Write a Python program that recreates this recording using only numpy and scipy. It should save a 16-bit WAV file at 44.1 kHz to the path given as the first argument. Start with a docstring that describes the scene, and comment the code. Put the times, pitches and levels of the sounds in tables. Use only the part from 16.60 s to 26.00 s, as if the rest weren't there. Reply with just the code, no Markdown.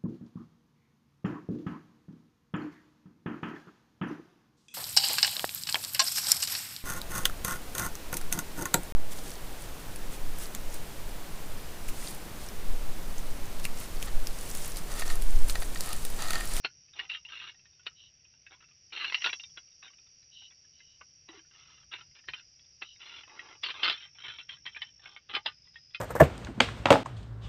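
"""Beside a railway track: a hand gathers a crushed phone from the ballast, close to the microphone.
Its casing, then a crumpled foil sheet, click and scrape: stick-slip impulses ring resonant metal modes.
Low thuds are decaying sines; faint ticks are small versions of the clicks.
Behind them a chorus of insects hisses as banded noise, and two nearer kinds buzz as pulsed, raspy tones.
Farther off a bird calls in fluttering noise, over open air and wind rumbling on the microphone."""
import sys
import numpy as np
from scipy import signal
from scipy.fft import rfft, irfft, next_fast_len
from scipy.io import wavfile
from scipy.ndimage import uniform_filter1d, map_coordinates

SR = 44100
rng = np.random.default_rng(int(sys.argv[2]) if len(sys.argv) > 2 else 0)


def output_pcm(signal):
    """Save a mono or channel-first signal as 16-bit PCM at the path in sys.argv[1].

    Samples are clipped to [-1, 1] before scaling.
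    """
    pcm = np.clip(np.atleast_2d(signal).T, -1, 1) * 32767
    wavfile.write(sys.argv[1], SR, np.round(pcm).astype(np.int16))


N = 414540
TIME = np.arange(N) / SR
FOIL_FROM_S = 7.0  # the hand moves from the casing to the foil
LEAD_IN_S = 0.025  # time kept for the graze before each snap
BODY_BELOW_HZ = 1370  # a piece pressed on stone gains body below this
# force: firm contacts are brighter, light ones leave a purer ring
FIRM_DB, TREBLE_PER_DB = -26.5, 1.3


def amp(db):
    """Decibels to gain."""
    return 10 ** (np.asarray(db) / 20)


def unit(x):
    """Scale to rms 1."""
    return x / np.sqrt(np.mean(x ** 2) + 1e-20)


def along(points, hz):
    """Gain of (Hz, dB) points, joined on a log frequency axis."""
    f, db = np.transpose(points)
    return amp(np.interp(np.log(hz + 1), np.log(f + 1), db))


def curves(rows):
    """One value per sample for each column after the time."""
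    s, *columns = np.transpose(rows)
    return [np.interp(TIME, s, column) for column in columns]


def gate(start, end, fade):
    """1 between two times, with soft edges."""
    fade_in = np.clip((TIME - start) / fade, 0, 1)
    fade_out = np.clip((end - TIME) / fade, 0, 1)
    return fade_in * fade_out


def wobble(rate):
    """A smooth random curve, rate knots a second."""
    knots = rng.standard_normal(int(N * rate / SR) + 4)
    return map_coordinates(knots, [TIME * rate / SR])


def filtered(x, response):
    """x times a response of frequency."""
    m = next_fast_len(len(x) + 8192)
    spectrum = rfft(x, m) * response(np.fft.rfftfreq(m, 1 / SR))
    return irfft(spectrum, m)[:len(x)]


def coloured(x, gain, size=2048):
    """Causal (minimum-phase) colouring: nothing sounds before the contact."""
    log_gain = np.log(np.maximum(gain(np.fft.rfftfreq(size, 1 / SR)), 1e-6))
    cepstrum = irfft(log_gain)
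    # folding the cepstrum onto positive time makes the response causal
    cepstrum[1:size // 2] *= 2
    cepstrum[size // 2 + 1:] = 0
    impulse_response = irfft(np.exp(rfft(cepstrum)))
    return signal.oaconvolve(x, impulse_response)[:len(x)]


def below(hz, corner_hz, order=4):
    """Share of a frequency that lies under a soft corner."""
    return 1 / (1 + (hz / corner_hz) ** order)


def resonances(modes, hz):
    """Power response of (Hz, width Hz, dB) modes."""
    f, width, db = np.transpose(modes)[:, :, None]
    return np.sum(amp(db) ** 2 / (1 + (2 * (hz - f) / width) ** 2), axis=0)


def noise(gain):
    """Noise of rms 1 with a given colour."""
    return unit(filtered(rng.standard_normal(N), gain))


def slips(size, rate, spread_db):
    """Tiny stick-slip impulses at random times, a few much bigger than the rest."""
    happens = rng.random(size) < rate / SR
    sign = rng.choice([-1, 1], size)
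    strength = amp(spread_db * np.minimum(rng.exponential(size=size), 4))
    return unit(happens * sign * strength)


def add(track, sound, s):
    """Mix a sound in at a time."""
    part = track[max(round(s * SR), 0):][:len(sound)]
    part += sound[:len(part)]


# colour of the open air around the track: f/Hz, relative level per Hz/dB
AIR_COLOUR = [(100, -7.5), (300, -12.5), (600, -16), (1000, -24), (2000, -14.5), (2700, -8.5), (3800, -18),
              (8000, -48.5), (15000, -51)]


def open_air():
    """Broad noise whose level drifts as the breeze comes and goes."""
    level_db = -74.5 + 3.5 * wobble(3)
    return amp(level_db) * noise(lambda hz: along(AIR_COLOUR, hz))


# colour of wind on the microphone: f/Hz, relative level per Hz/dB
RUMBLE_COLOUR = [(20, -43), (40, -11), (65, 3), (150, -1), (300, -28.5), (900, -62)]
# strength of that wind: t/s, level before the wind gain/dB
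WIND = [(0.0, -73.5), (2.8, -78), (2.93, -68.5), (2.98, -80), (5.37, -73.5), (5.5, -67), (5.6, -87),
        (5.71, -60), (5.76, -77), (7.62, -76), (7.7, -63), (7.8, -78), (7.91, -70), (8.67, -77),
        (8.72, -69.5), (9.4, -75.5)]


def wind():
    """A light wind pushes on the microphone: low noise with uneven strength."""
    wind_gain_db = 1.25
    rumble = noise(lambda hz: along(RUMBLE_COLOUR, hz)) * amp(3.5 * wobble(15))
    return amp(curves(WIND)[0] + wind_gain_db) * unit(rumble)


# colour of the broad chorus: f/Hz, relative level per Hz/dB
CHORUS_COLOUR = [(3900, -42), (4300, -17.5), (4600, -3.5), (5100, -0.5), (5800, -2.5), (6100, -10.5),
                 (6500, -20), (7100, -31), (8000, -56)]
# background insects: t/s, broad chorus level before its gain/dB, shrill band level before its gain/dB
INSECTS = [(0.0, -68.5, -70), (2.01, -72, -73.5), (2.45, -66.5, -68.5), (2.64, -57, -55), (3.03, -67, -69),
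           (5.4, -69, -72), (7.15, -67, -71), (7.41, -75, -73), (8.31, -75.5, -76.5), (8.7, -70.5, -84.5)]


def insect_chorus():
    """Two kinds of insects sing together: a broad hiss and a narrow, flickering shrill band."""
    chorus_gain_db, shrill_gain_db = 1.5, -1
    chorus_db, shrill_db = curves(INSECTS)
    chorus = amp(chorus_db + chorus_gain_db) * noise(lambda hz: along(CHORUS_COLOUR, hz))
    shrill_band = noise(lambda hz: below(np.abs(hz - 5650), 150, order=2))
    shrill = amp(shrill_db + shrill_gain_db + 3.7 * wobble(60)) * shrill_band
    return chorus + shrill


# resonant colour of the bird's throat: f/Hz, relative level per Hz/dB
CALL_COLOUR = [(2300, -55), (2700, -4.5), (2950, 10), (3450, -12), (3800, 1), (4400, -18.5), (5500, -65)]
# hoarse calls from a distance: t/s, length/s, level/dB
BIRD_CALLS = [(1.348, 0.16, -58), (3.708, 0.19, -53), (4.115, 0.278, -68.5), (6.21, 0.15, -56)]


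def bird():
    """A distant bird: hoarse, fluttering noise shaped by a narrow throat resonance."""
    level = sum(amp(db) * gate(s, s + length, fade=0.045) for s, length, db in BIRD_CALLS)
    voice = noise(lambda hz: along(CALL_COLOUR, hz)) * amp(1.5 * wobble(150))
    return level * unit(voice)


# nearer insects: start t/s, end t/s, level/dB, tone f/Hz, mean pulse rate/Hz,
# pulse sharpness (exponent), rasp against the tone/dB
BUZZES = [(5.394, 7.253, -68.5, 5054, 92, 0.47, 1), (7.298, 8.566, -62, 5476, 51.8, 1.5, -1),
          (8.823, 9.42, -62.5, 5091, 78, 0.28, 2)]


def buzzes():
    """The songs of the nearer insects."""
    return sum(buzz(*row) for row in BUZZES)


def buzz(start, end, db, tone_hz, pulse_hz, sharpness, rasp_db):
    """A near insect: pulses at a wavering rate swell an unsteady tone and a rasp around it."""
    beat = np.cumsum(pulse_hz * (1 + 0.023 * wobble(5))) / SR
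    pulses = np.abs(np.sin(np.pi * beat)) ** sharpness
    phase = 2 * np.pi * tone_hz * TIME + wobble(pulse_hz)
    rasp = noise(lambda hz: below(np.abs(hz - tone_hz), 180, order=2))
    song = pulses * (unit(np.sin(phase)) + amp(rasp_db) * rasp)
    return amp(db) * gate(start, end, fade=0.012) * unit(song)


# range in which the struck spot of a tick rings: lowest f/Hz, highest f/Hz
SPOT_HZ = (1106, 4040)


def ticks(count=70):
    """The loose pieces tick faintly against each other at random times."""
    weakest_db, range_db = -61.5, 9
    out = np.zeros(N)
    for s, force, spot in rng.random((count, 3)) * [N / SR, 1, 1]:
        ring_hz = np.interp(spot, [0, 1], SPOT_HZ)
        add(out, contact(s, weakest_db + range_db * force, 0, ring_hz), s)
    return out


# dull thuds as the thumb bends the casing: t/s, level/dB, f/Hz
THUDS = [(4.692, -48.5, 328), (4.742, -54, 400), (4.774, -55, 326)]


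def thuds():
    """The casing gives under the thumb with a low, hollow, decaying note."""
    t60_s, rise_s = 0.12, 0.0018
    out, t = np.zeros(N), np.arange(SR // 4) / SR
    for s, db, hz in THUDS:
        envelope = amp(db - 60 * t / t60_s) * (1 - np.exp(-t / rise_s))
        add(out, envelope * np.sqrt(2) * np.sin(2 * np.pi * hz * t), s)
    return out


# modes of the phone casing: f/Hz, width/Hz, relative level/dB
CASING_MODES = [(1000, 47, -7.5), (1390, 55, -6), (2090, 100, -12), (2711, 100, 0), (3918, 94, -3.5),
                (3840, 64, -11), (4360, 15, -17)]
# modes of the crumpled foil: f/Hz, width/Hz, relative level/dB
FOIL_MODES = [(1204, 21, 2.5), (1420, 29, -13.5), (2100, 40, -11), (2675, 60, 0), (3060, 29, 1.5),
              (3475, 50, 3.5), (3830, 51, 0.5), (4000, 39, -1.5), (4940, 82, 0.5)]


def piece(s, hz, own_db, spot_db, width_hz, count=12):
    """The held piece's own modes, plus chance ones: crumpled metal rings differently at every spot."""
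    own = resonances(CASING_MODES if s < FOIL_FROM_S else FOIL_MODES, hz)
    spot_hz = rng.uniform(750, 4500, count)
    spot_width_hz = width_hz * rng.uniform(0.5, 1.5, count)
    spot = np.transpose([spot_hz, spot_width_hz, rng.normal(spot_db, 4, count)])
    return np.sqrt(1 + amp(own_db) ** 2 * own + resonances(spot, hz))


def main_mode(s):
    """Pitch in Hz at which the held piece squeals: casing first, then foil."""
    return 2809 if s < FOIL_FROM_S else 3122


def brightness(db, hz):
    """Firmer contacts excite more treble, lighter ones less."""
    treble_db = np.clip(TREBLE_PER_DB * (db - FIRM_DB), -12, 3)
    return amp(treble_db * (1 - below(hz, 4100, order=24)))


# colour of a crack on stone: f/Hz, relative level per Hz/dB
CRACK_COLOUR = [(60, -26.5), (200, -15.5), (400, -6.5), (550, -10.5), (720, -7.5), (1100, -8.5),
                (2000, -0.5), (3000, -2), (4200, -8), (5300, -13.5), (6300, -34), (8000, -46), (10500, -59),
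                (15000, -42.5)]


def contact(s, db, body_db, ring_hz, size=9000):
    """One click: edges graze, snap together, chatter, and the struck spot rings."""
    graze_s, graze_db = 0.004, -9.5  # swell time and level before the snap
    snap_size = 5  # added to the chatter, whose impulses start at rms 1
    casing_t60_s, foil_t60_s = 0.066, 0.079
    # light touches leave a purer ring; pressing the piece down (more body) damps it
    ring_db, ring_per_db, ring_per_body_db = -3.5, -0.34, -0.35
    peak_over_rms_db = 6

    t = np.arange(size) / SR - LEAD_IN_S
    after = np.maximum(t, 0)
    decay = amp(-60 * after / (casing_t60_s if s < FOIL_FROM_S else foil_t60_s))
    graze = amp(graze_db) * np.exp(np.minimum(t, 0) / graze_s)
    chatter = slips(size, rate=6000, spread_db=3) * np.where(t < 0, graze, decay)
    chatter[round(LEAD_IN_S * SR)] += snap_size

    def colour(hz):
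        body = amp(body_db * below(hz, BODY_BELOW_HZ))
        ringing = piece(s, hz, own_db=12.5, spot_db=11, width_hz=68.5)
        return along(CRACK_COLOUR, hz) * body * ringing * brightness(db, hz)

    crack = unit(coloured(chatter, colour))
    note = unit(np.sin(2 * np.pi * ring_hz * after) * decay * (1 - np.exp(-after / 0.00024)))
    purity_db = min(ring_db + ring_per_db * (db - FIRM_DB), 0)
    click = crack + amp(purity_db + ring_per_body_db * body_db) * note
    # the loudest 3 ms set the level
    loudest_rms = np.sqrt(np.max(uniform_filter1d(click ** 2, size=128)))
    return amp(db - peak_over_rms_db) * click / loudest_rms


def catches():
    """Along each stroke the edge snags on the stone and snaps free, ringing near the main mode."""
    catches_per_s = 30
    over_stroke_db, spread_db = 8, 2  # click level above the stroke's level
    detune_share = 0.07  # of the main mode's pitch
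    out = np.zeros(N)
    for s, length, db, body_db in STROKES:
        count = round(length * catches_per_s)
        for k in range(count):
            force, detune = rng.standard_normal(2)
            click_db = db + over_stroke_db + spread_db * force
            ring_hz = main_mode(s) * (1 + detune_share * detune)
            click = contact(s, click_db, body_db, ring_hz)
            add(out, click, s + length * (k + rng.random()) / count - LEAD_IN_S)
    return out


# low bending mode heard in the squeal: f/Hz, width/Hz, level against the main mode/dB
BENDING_MODE = (950, 80, -11)
# colour of sliding on stone: f/Hz, relative level per Hz/dB
SCRAPE_COLOUR = [(100, -31), (350, -6), (550, -11.5), (750, -12.5), (1300, -7), (3000, -5.5), (4200, -6.5),
                 (5300, -16), (6500, -38.5), (10000, -60), (15000, -49.5)]
# sliding strokes close to the microphone: t/s, length/s, level at full pressure/dB, body/dB
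STROKES = [(0.344, 0.13, -53.5, 1.5), (0.49, 0.085, -40, -13), (0.648, 0.03, -45, -28),
           (0.685, 0.23, -46.5, -7), (1.901, 0.059, -57, 7), (2.003, 0.05, -61.5, 3.5),
           (2.323, 0.05, -43, 1), (2.336, 0.165, -39, -5), (2.542, 0.07, -46.5, -8),
           (2.646, 0.054, -36, 1.5), (3.223, 0.063, -52, 1), (4.702, 0.1, -58.5, 5), (4.9, 0.33, -63.5, 2),
           (5.309, 0.071, -47.5, -3), (5.375, 0.063, -54.5, -0.5), (5.547, 0.055, -59, 5),
           (5.735, 0.079, -54, -5), (6.213, 0.025, -44.5, 4.5), (6.385, 0.25, -51, 0),
           (6.661, 0.31, -56.5, 11.5), (7.035, 0.077, -37.5, -1), (7.138, 0.11, -46.5, 6),
           (7.234, 0.075, -28.5, 2), (7.292, 0.055, -36.5, -3), (7.35, 0.12, -51, -6),
           (7.567, 0.27, -51, -7), (7.63, 0.088, -44.5, -1.5), (7.884, 0.074, -51, -3),
           (8.046, 0.05, -48.5, 0), (8.099, 0.21, -60.5, -16), (8.41, 0.16, -59, 2.5),
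           (8.687, 0.076, -44.5, 3.5), (8.732, 0.044, -35, 7), (8.862, 0.044, -43.5, 0)]


def scraping(size=20000):
    """A piece dragged over stone judders, and its stick-slips set it ringing and squealing."""
    # pressure rises over a share of the stroke, holds and lets go
    press_share, let_go_t60_s = 0.16, 0.11
    squeal_db, squeal_per_body_db = -6.5, -0.7  # pressing down damps the squeal
    wander_per_s = 4  # the touching spot moves on
    # fast and slow changes of grip
    grip = amp(2.8 * wobble(100) + 1.5 * wobble(28))
    out, t = np.zeros(N), np.arange(size) / SR
    for s, length, db, body_db in STROKES:
        press = np.clip(t / (press_share * length), 0, 1)
        let_go = amp(-60 * np.maximum(t - length + 0.024, 0) / let_go_t60_s)
        pressure = press * let_go
        judder = np.resize(grip[round(s * SR):], size)
        drive = slips(size, rate=900, spread_db=3) * pressure * judder

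        def colour(hz):
            body = amp(body_db * below(hz, BODY_BELOW_HZ, order=8))
            ringing = piece(s, hz, own_db=13, spot_db=16, width_hz=42)
            return along(SCRAPE_COLOUR, hz) * body * ringing * brightness(db + 8.5, hz)

        # the touching spot wanders, so two chance sets of resonances take turns
        here = unit(coloured(drive, colour))
        there = unit(coloured(drive, colour))
        turn = 2 * np.pi * (wander_per_s * t + rng.random())
        rasp = unit(here * np.cos(turn) ** 2 + there * np.sin(turn) ** 2)
        squeal_modes = [(main_mode(s), 130, 0), BENDING_MODE]
        squeal = unit(coloured(drive, lambda hz: resonances(squeal_modes, hz)))
        stroke = unit(rasp + amp(squeal_db + squeal_per_body_db * body_db) * squeal)
        add(out, amp(db) * stroke * np.sqrt(np.mean(pressure ** 2)), s)
    return out


# distinct contacts close to the microphone: snap t/s, nominal peak level/dB, body/dB,
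# ring of the struck spot f/Hz
HITS = [(0.048, -18.5, 6.5, 1423), (0.336, -45.5, -15.5, 3700), (0.393, -24.5, -4, 2856),
        (0.5, -27, -27, 2690), (1.266, -26.5, -1, 2930), (1.866, -41.5, -7, 2610), (2.445, -22, -12, 2670),
        (2.523, -25.5, -2.5, 2000), (2.545, -14.5, -14.5, 2758), (2.621, -26.5, -7.5, 2810),
        (2.643, -18.5, -12.5, 2620), (2.662, -17.5, -2, 2783), (2.73, -23, 1.5, 2690),
        (2.798, -33.5, -18, 2800), (2.837, -35.5, -12, 3640), (2.974, -35.5, 3.5, 3340),
        (4.204, -48.5, -6, 2070), (4.412, -40.5, 16, 1505), (4.688, -41, 9, 3890), (5.337, -30, 3, 3620),
        (5.686, -27, 6.5, 1860), (5.736, -28, -3, 3080), (6.222, -28.5, 3.5, 2670), (6.793, -32, -3, 1916),
        (7.035, -23.5, -10, 3370), (7.094, -30.5, 3.5, 2839), (7.232, -15.5, -2, 2763),
        (7.245, -19, -11, 3490), (7.786, -35, -2, 3414), (7.893, -31.5, -14.5, 3216),
        (8.064, -27.5, -4, 3220), (8.148, -38, -18, 2340), (8.164, -32, -1, 2467),
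        (8.219, -25.5, -9.5, 3030), (8.458, -38.5, 9, 2194), (8.564, -36.5, 0.5, 2190),
        (8.751, -20, -3, 3050), (8.861, -20.5, 4.5, 2820), (9.158, -39, -16, 1850),
        (9.347, -26.5, -10, 2520)]


def clicks():
    """The distinct contacts of the pieces with each other and the stones."""
    out = np.zeros(N)
    for s, db, body_db, ring_hz in HITS:
        add(out, contact(s, db, body_db, ring_hz), s - LEAD_IN_S)
    return out


def scene():
    """The handled pieces close by, in front of the insects, bird, air and wind."""
    background = open_air() + wind() + insect_chorus() + bird() + buzzes()
    handling = ticks() + thuds() + catches() + scraping() + clicks()
    return (background + handling)[None]


def record(dry):
    """The recorder keeps nothing above its band limit."""
    top_hz = 15750
    return filtered(dry[0], lambda hz: hz < top_hz)[None]


dry = scene()
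out = record(dry)
output_pcm(out)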